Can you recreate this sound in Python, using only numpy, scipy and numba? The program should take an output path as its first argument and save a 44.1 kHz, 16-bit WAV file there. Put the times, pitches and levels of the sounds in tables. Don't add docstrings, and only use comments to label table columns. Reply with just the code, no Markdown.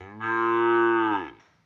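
import sys
import numpy as np
from scipy import signal
from scipy.fft import rfft, irfft
from scipy.io import wavfile
from scipy.ndimage import uniform_filter1d
from numba import njit

SR = 44100
rng = np.random.default_rng(int(sys.argv[2]) if len(sys.argv) > 2 else 0)


def file_out(sig):
    cols = np.atleast_2d(sig).T
    lim = np.clip(cols, -1, 1)
    pcm = np.round(lim * 32767).astype(np.int16)
    wavfile.write(sys.argv[1], SR, pcm)


N = 72765
TIME = np.arange(N) / SR

# time_s, pitch_hz
FOLD_PITCH = [(0.0, 89.1), (0.022, 92.94), (0.086, 100.2), (0.208, 110.6), (0.298, 113.7), (0.4, 115.2),
              (0.704, 116.4), (0.916, 115.2), (0.996, 113.2), (1.072, 109.3), (1.102, 106.8),
              (1.154, 99.79), (1.2, 92.35), (1.222, 85.4), (1.25, 75.9), (1.276, 67.8), (1.298, 59.94),
              (1.31, 58.25), (1.36, 54.1)]
# time_s, throat_db, mouth_db, treble_db
BAND_LEVELS = [(0.0, -43, -48, -52.5), (0.116, -48, -45.5, -60.5), (0.192, -46, -53, -73),
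               (0.212, -50, -35, -53), (0.242, -39.5, -30, -44.5), (0.302, -32.5, -26.5, -46),
               (0.444, -27.5, -25, -45.5), (0.61, -24, -26.5, -43), (0.71, -22.5, -25, -41.5),
               (0.846, -22.5, -23, -46), (1.052, -25.5, -26, -43.5), (1.094, -27.5, -26, -47.5),
               (1.124, -25.5, -27, -44.5), (1.154, -33, -23.5, -44.5), (1.176, -33.5, -30, -46),
               (1.234, -35, -38.5, -51), (1.284, -44, -44, -50.5), (1.29, -44.5, -46, -51),
               (1.314, -47.5, -55.5, -67), (1.365, -57, -70, -66)]
BAND_TRIM_DB = dict(throat=-2.5, mouth=-1, treble=0.5)
# time_s, gain_db
AIR_MIX = [(0, -20), (.18, -20), (.23, -11), (.32, -20), (.6, -22), (.95, -21), (1.1, -16), (1.2, -16),
           (1.36, -14)]
# time_s, fundamental_db, second_harmonic_db
CHEST_LEVELS = [(0, -43, -61), (.1, -55, -51), (.18, -46.5, -43.5), (.25, -42.5, -49), (.4, -49.5, -48.5),
                (.6, -46.5, -50), (.95, -48.5, -49.5), (1.12, -46.5, -51), (1.2, -53.5, -52),
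                (1.3, -60, -62.5), (1.38, -75, -60)]
# time_s, centre_hz, width_hz
THROAT_RESONANCE = [(.05, 413, 111), (.12, 320, 265.4), (.18, 266, 227), (.24, 329, 130),
                    (.34, 364.5, 58.1), (.7, 347, 37.8), (1.05, 330, 37.04), (1.15, 319.7, 65.4),
                    (1.28, 321, 75.6)]
# time_s, first_hz, second_hz, third_hz, second_db, third_db
MOUTH_RESONANCES = [(.05, 770, 1260, 1730, -12, 2.5), (.12, 814, 1049, 1722, -2.5, 5.5),
                    (.18, 880, 1000, 1620, -6, -10.5), (.24, 867, 1285, 1630, 10.5, 17.5),
                    (.32, 1058, 1300, 1620, -10.5, 4), (.42, 1109, 1327, 1530, -7, -9),
                    (.56, 1033, 1146, 1526, -5.5, -2.5), (.7, 911, 1248, 1522, 0.5, -3),
                    (.86, 915.2, 1158, 1483, 4.5, 5.5), (1.0, 894, 1180, 1490, 1.5, 0.5),
                    (1.15, 886, 1263, 1560, -10, -10.5), (1.21, 884, 1204, 1726, -9, 4.5),
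                    (1.29, 824, 1278, 1678, -3, 9)]
# first_hz, second_hz, third_hz
MOUTH_BASE_WIDTHS_HZ = [95, 133, 69]
# time_s, width_factor
MOUTH_DAMPING = [(0, 1.4), (.07, 1.5), (.12, 0.75), (.19, 0.78), (.24, 1.3), (.32, 1.05), (.7, .8),
                 (1.15, .8), (1.22, 1.28), (1.3, 2.3)]
# time_s, share
TREBLE_COLOUR = [(0, 0.03), (.22, 0.13), (.42, 0.2), (.62, 0.68), (.85, 0.81), (1.08, 0.9), (1.2, 0.52),
                 (1.3, 0.1)]
# centre_hz, width_hz, plain_db, buzzy_db
TREBLE_RESONANCES = [(1978, 56, -2, 7.5), (2220, 131, 2.5, 6), (2662, 90, -4.5, 12), (2977, 150, -9.5, 6),
                     (3530, 170, -15.5, -6.5), (3768, 74, -8, -15.5), (4410, 70, -20.5, -20.5)]
# time_s, gain_db
TREBLE_SHELF = [(0, -0.5), (.12, -8), (.2, -1.5), (.24, -0.5), (1.29, 8), (1.33, 7)]
# centre_hz, width_hz, plain_db, buzzy_db
SIZZLE_RESONANCES = [(5220, 140, -3, -6), (5800, 48, 7.5, -2), (6420, 110, 2.5, -14),
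                     (6850, 130, -14.5, -1.5), (8640, 1200, -23, -18)]
# time_s, frequency_factor
NECK_GLIDE = [(.25, 1.06), (.42, 1.015), (.58, 1.01), (.84, 1.005), (1.05, .99), (1.2, 0.94)]
# time_s, level_db
SIZZLE_MIX = [(0, -22), (.2, -32), (0.231, -28), (.36, -23), (.55, -27.5), (0.701, -35.5), (0.831, -26),
              (1.0, -33.5), (1.149, -26.5), (1.3, -24.5)]
# frequency_hz, relative_db
PUFF_SPECTRUM = [(200, -10), (600, -1), (1300, 0), (2200, -2), (3000, -12), (3700, -10), (4700, -22),
                 (5250, -22), (5450, -8), (5750, -8), (6000, -19), (6600, -19), (7500, -34), (10000, -50)]
# delay_s, gain_db
YARD_ECHOES = [(.0031, -11), (0.023, -20), (0.051, -34)]
# frequency_hz, relative_db
TAIL_SPECTRUM = [(50, -18), (110, -2), (200, -4), (350, -5), (600, 1), (1000, 1), (2000, 0), (4000, -2),
                 (9000, -6)]
# frequency_hz, relative_db
OUTDOOR_SPECTRUM = [(25, -13), (45, -6.5), (70, 0.5), (170, 5.5), (300, -9), (800, -14.5), (2000, -14.5),
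                    (3200, -22), (4500, -20.5), (6000, -27), (8000, -38.5), (15000, -42)]


def moo(end_s=1.38, release_s=.043, treble_air_db=8.5, sizzle_air_db=-.5):
    cycles, pulses, air = vocal_folds()
    air_db, = in_time(AIR_MIX)
    source = nasal_notch(pulses + from_db(air_db) * air)
    throat = levelled(throat_ring(source), cycles)
    mouth = levelled(mouth_ring(source), cycles)
    treble = levelled(treble_ring(pulses + from_db(air_db + treble_air_db) * air), cycles)
    sizzle = levelled(sizzle_ring(pulses + from_db(sizzle_air_db) * air), cycles)
    throat_db, mouth_db, treble_db = in_time(BAND_LEVELS)
    sizzle_db, = in_time(SIZZLE_MIX)
    voice = (chest_hum(cycles)
             + from_db(throat_db + BAND_TRIM_DB["throat"]) * throat
             + from_db(mouth_db + BAND_TRIM_DB["mouth"]) * mouth
             + from_db(treble_db + BAND_TRIM_DB["treble"]) * (treble + from_db(sizzle_db) * sizzle))
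    return voice * np.clip((end_s - TIME) / release_s + 1, 0, 1)


def vocal_folds(jitter=.00078, shimmer_db=.03):
    pitch_hz, = in_time(FOLD_PITCH)
    first_pulse_s = .006
    cycles = np.cumsum(pitch_hz * (1 + jitter * drift(rate_hz=50))) / SR - first_pulse_s * pitch_hz[0]
    offset_samples = (cycles - np.round(cycles)) * SR / pitch_hz
    window = np.exp(-(offset_samples / 20) ** 2)
    pulses = -np.sinc(offset_samples / 2) * window * np.sqrt(SR / pitch_hz) / 2
    air = rms_one(rng.standard_normal(N) * (.25 + np.exp(-4 * (cycles % 1))))
    return cycles, pulses * from_db(shimmer_db * drift(rate_hz=50)), air


def nasal_notch(x, centre_hz=569.6, width_hz=94):
    return signal.lfilter(*signal.iirnotch(centre_hz, centre_hz / width_hz, fs=SR), x)


def throat_ring(x):
    centre_hz, width_hz = in_time(THROAT_RESONANCE)
    return band(resonate(x, [(centre_hz, width_hz, 0)]), 265, 580, order=2)


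def mouth_ring(x):
    *centres_hz, second_db, third_db = in_time(MOUTH_RESONANCES)
    damping, = in_time(MOUTH_DAMPING)
    widths_hz = [hz * factor for hz, factor in zip(MOUTH_BASE_WIDTHS_HZ, (damping, damping, 1))]
    ring = resonate(x, zip(centres_hz, widths_hz, (0, second_db, third_db)))
    return band(ring, 744, 1620, order=4)


def treble_ring(x, corner_hz=2500):
    ring = band(upper_resonances(x, TREBLE_RESONANCES), 1200, 4150, order=5)
    crossover = (signal.butter(4, corner_hz, kind, fs=SR, output="sos") for kind in ("low", "high"))
    low, high = (signal.sosfilt(np.tile(sos, (2, 1)), ring) for sos in crossover)
    shelf_db, = in_time(TREBLE_SHELF)
    return low + from_db(shelf_db) * high


def sizzle_ring(x):
    glide, = in_time(NECK_GLIDE)
    return band(upper_resonances(x, SIZZLE_RESONANCES, glide), 4200, 8800, order=3)


def upper_resonances(x, table, glide=1, waver_db=2, waver_hz=6.4):
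    colour, = in_time(TREBLE_COLOUR)
    ring = np.zeros(N)
    for k, (centre_hz, width_hz, plain_db, buzzy_db) in enumerate(table):
        gain_db = plain_db + colour * (buzzy_db - plain_db) + waver_db * drift(waver_hz)
        ring += (-1) ** k * resonate(x, [(centre_hz * glide, width_hz, gain_db)])
    return ring


def chest_hum(cycles, attack_s=.012):
    hum = sum(from_db(level_db) * np.sqrt(2) * np.cos(2 * np.pi * harmonic * cycles)
              for harmonic, level_db in enumerate(in_time(CHEST_LEVELS), start=1))
    return np.minimum(TIME / attack_s, 1) * hum


def lip_whistle(peak_s=1.293, spread_s=.008, pitch_hz=3130, width_hz=70, level_db=-52):
    gap = [(pitch_hz, width_hz, 0)]
    tone = rms_one(resonate(resonate(rng.standard_normal(N), gap), gap))
    return from_db(level_db) * np.exp(-((TIME - peak_s) / spread_s) ** 2) * tone


def nose_puff(start_s=1.395, attack_s=.0017, level_db=-55.5, fade_db_per_s=85):
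    age_s = np.maximum(TIME - start_s, 0)
    envelope = np.minimum(age_s / attack_s, 1) * from_db(level_db - fade_db_per_s * age_s)
    return envelope * coloured_noise(PUFF_SPECTRUM)


def yard(x, t60_s=.6, build_s=.01, tail_db=-22.5):
    echoes = sum(from_db(gain_db) * np.interp(TIME - delay_s, TIME, x, left=0)
                 for delay_s, gain_db in YARD_ECHOES)
    tail = coloured_noise(TAIL_SPECTRUM) * from_db(-60 * TIME / t60_s) * (1 - np.exp(-TIME / build_s))
    tail /= np.sqrt(np.sum(tail ** 2))
    return echoes + from_db(tail_db) * signal.fftconvolve(x, tail)[:N]


def outdoor_background(level_db=-67):
    return from_db(level_db) * coloured_noise(OUTDOOR_SPECTRUM)


def from_db(db):
    return 10 ** (np.asarray(db) / 20)


def rms_one(x):
    return x / np.sqrt(np.mean(x ** 2) + 1e-20)


def in_time(rows):
    times_s, *columns = np.transpose(rows)
    return [np.interp(TIME, times_s, column) for column in columns]


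def band(x, low_hz, high_hz, order):
    return signal.sosfilt(signal.butter(order, [low_hz, high_hz], "band", fs=SR, output="sos"), x)


def drift(rate_hz):
    low_pass = signal.butter(2, rate_hz, fs=SR, output="sos")
    return rms_one(signal.sosfilt(low_pass, rng.standard_normal(2 * N))[N:])


def coloured_noise(spectrum):
    hz, db = np.transpose(spectrum)
    bins_hz = np.maximum(np.arange(N // 2 + 1) * SR / N, 1)
    gain = from_db(np.interp(np.log(bins_hz), np.log(hz), db))
    return rms_one(irfft(rfft(rng.standard_normal(N)) * gain, N))


@njit
def two_pole(x, angle_rad, radius):
    out, state = np.zeros(len(x)), 0j
    for i in range(len(x)):
        state = state * radius[i] * np.exp(1j * angle_rad[i]) + x[i]
        out[i] = 2 * (1 - radius[i]) * state.real
    return out


def resonate(x, resonances):
    ring = np.zeros(N)
    for centre_hz, width_hz, gain_db in resonances:
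        angle_rad = np.full(N, 2 * np.pi * centre_hz / SR)
        radius = np.full(N, np.exp(-np.pi * width_hz / SR))
        ring += from_db(gain_db) * two_pole(x, angle_rad, radius)
    return ring


def levelled(x, cycles):
    energy = np.cumsum(x ** 2)
    start, end = (np.interp(cycles + step, cycles, np.arange(N)).astype(int) for step in (-1, 1))
    power = (energy[end] - energy[start]) / (end - start)
    return x / np.sqrt(uniform_filter1d(power, size=600) + 1e-18)


def scene():
    calf = moo() + lip_whistle() + nose_puff()
    return (calf + yard(calf) + outdoor_background())[None]


def record(dry, low_cut_hz=62, stopband_hz=15700):
    thinned = signal.sosfilt(signal.butter(4, low_cut_hz, "high", fs=SR, output="sos"), dry)
    return signal.sosfilt(signal.cheby2(12, 70, stopband_hz, fs=SR, output="sos"), thinned)


dry = scene()
out = record(dry)
file_out(out)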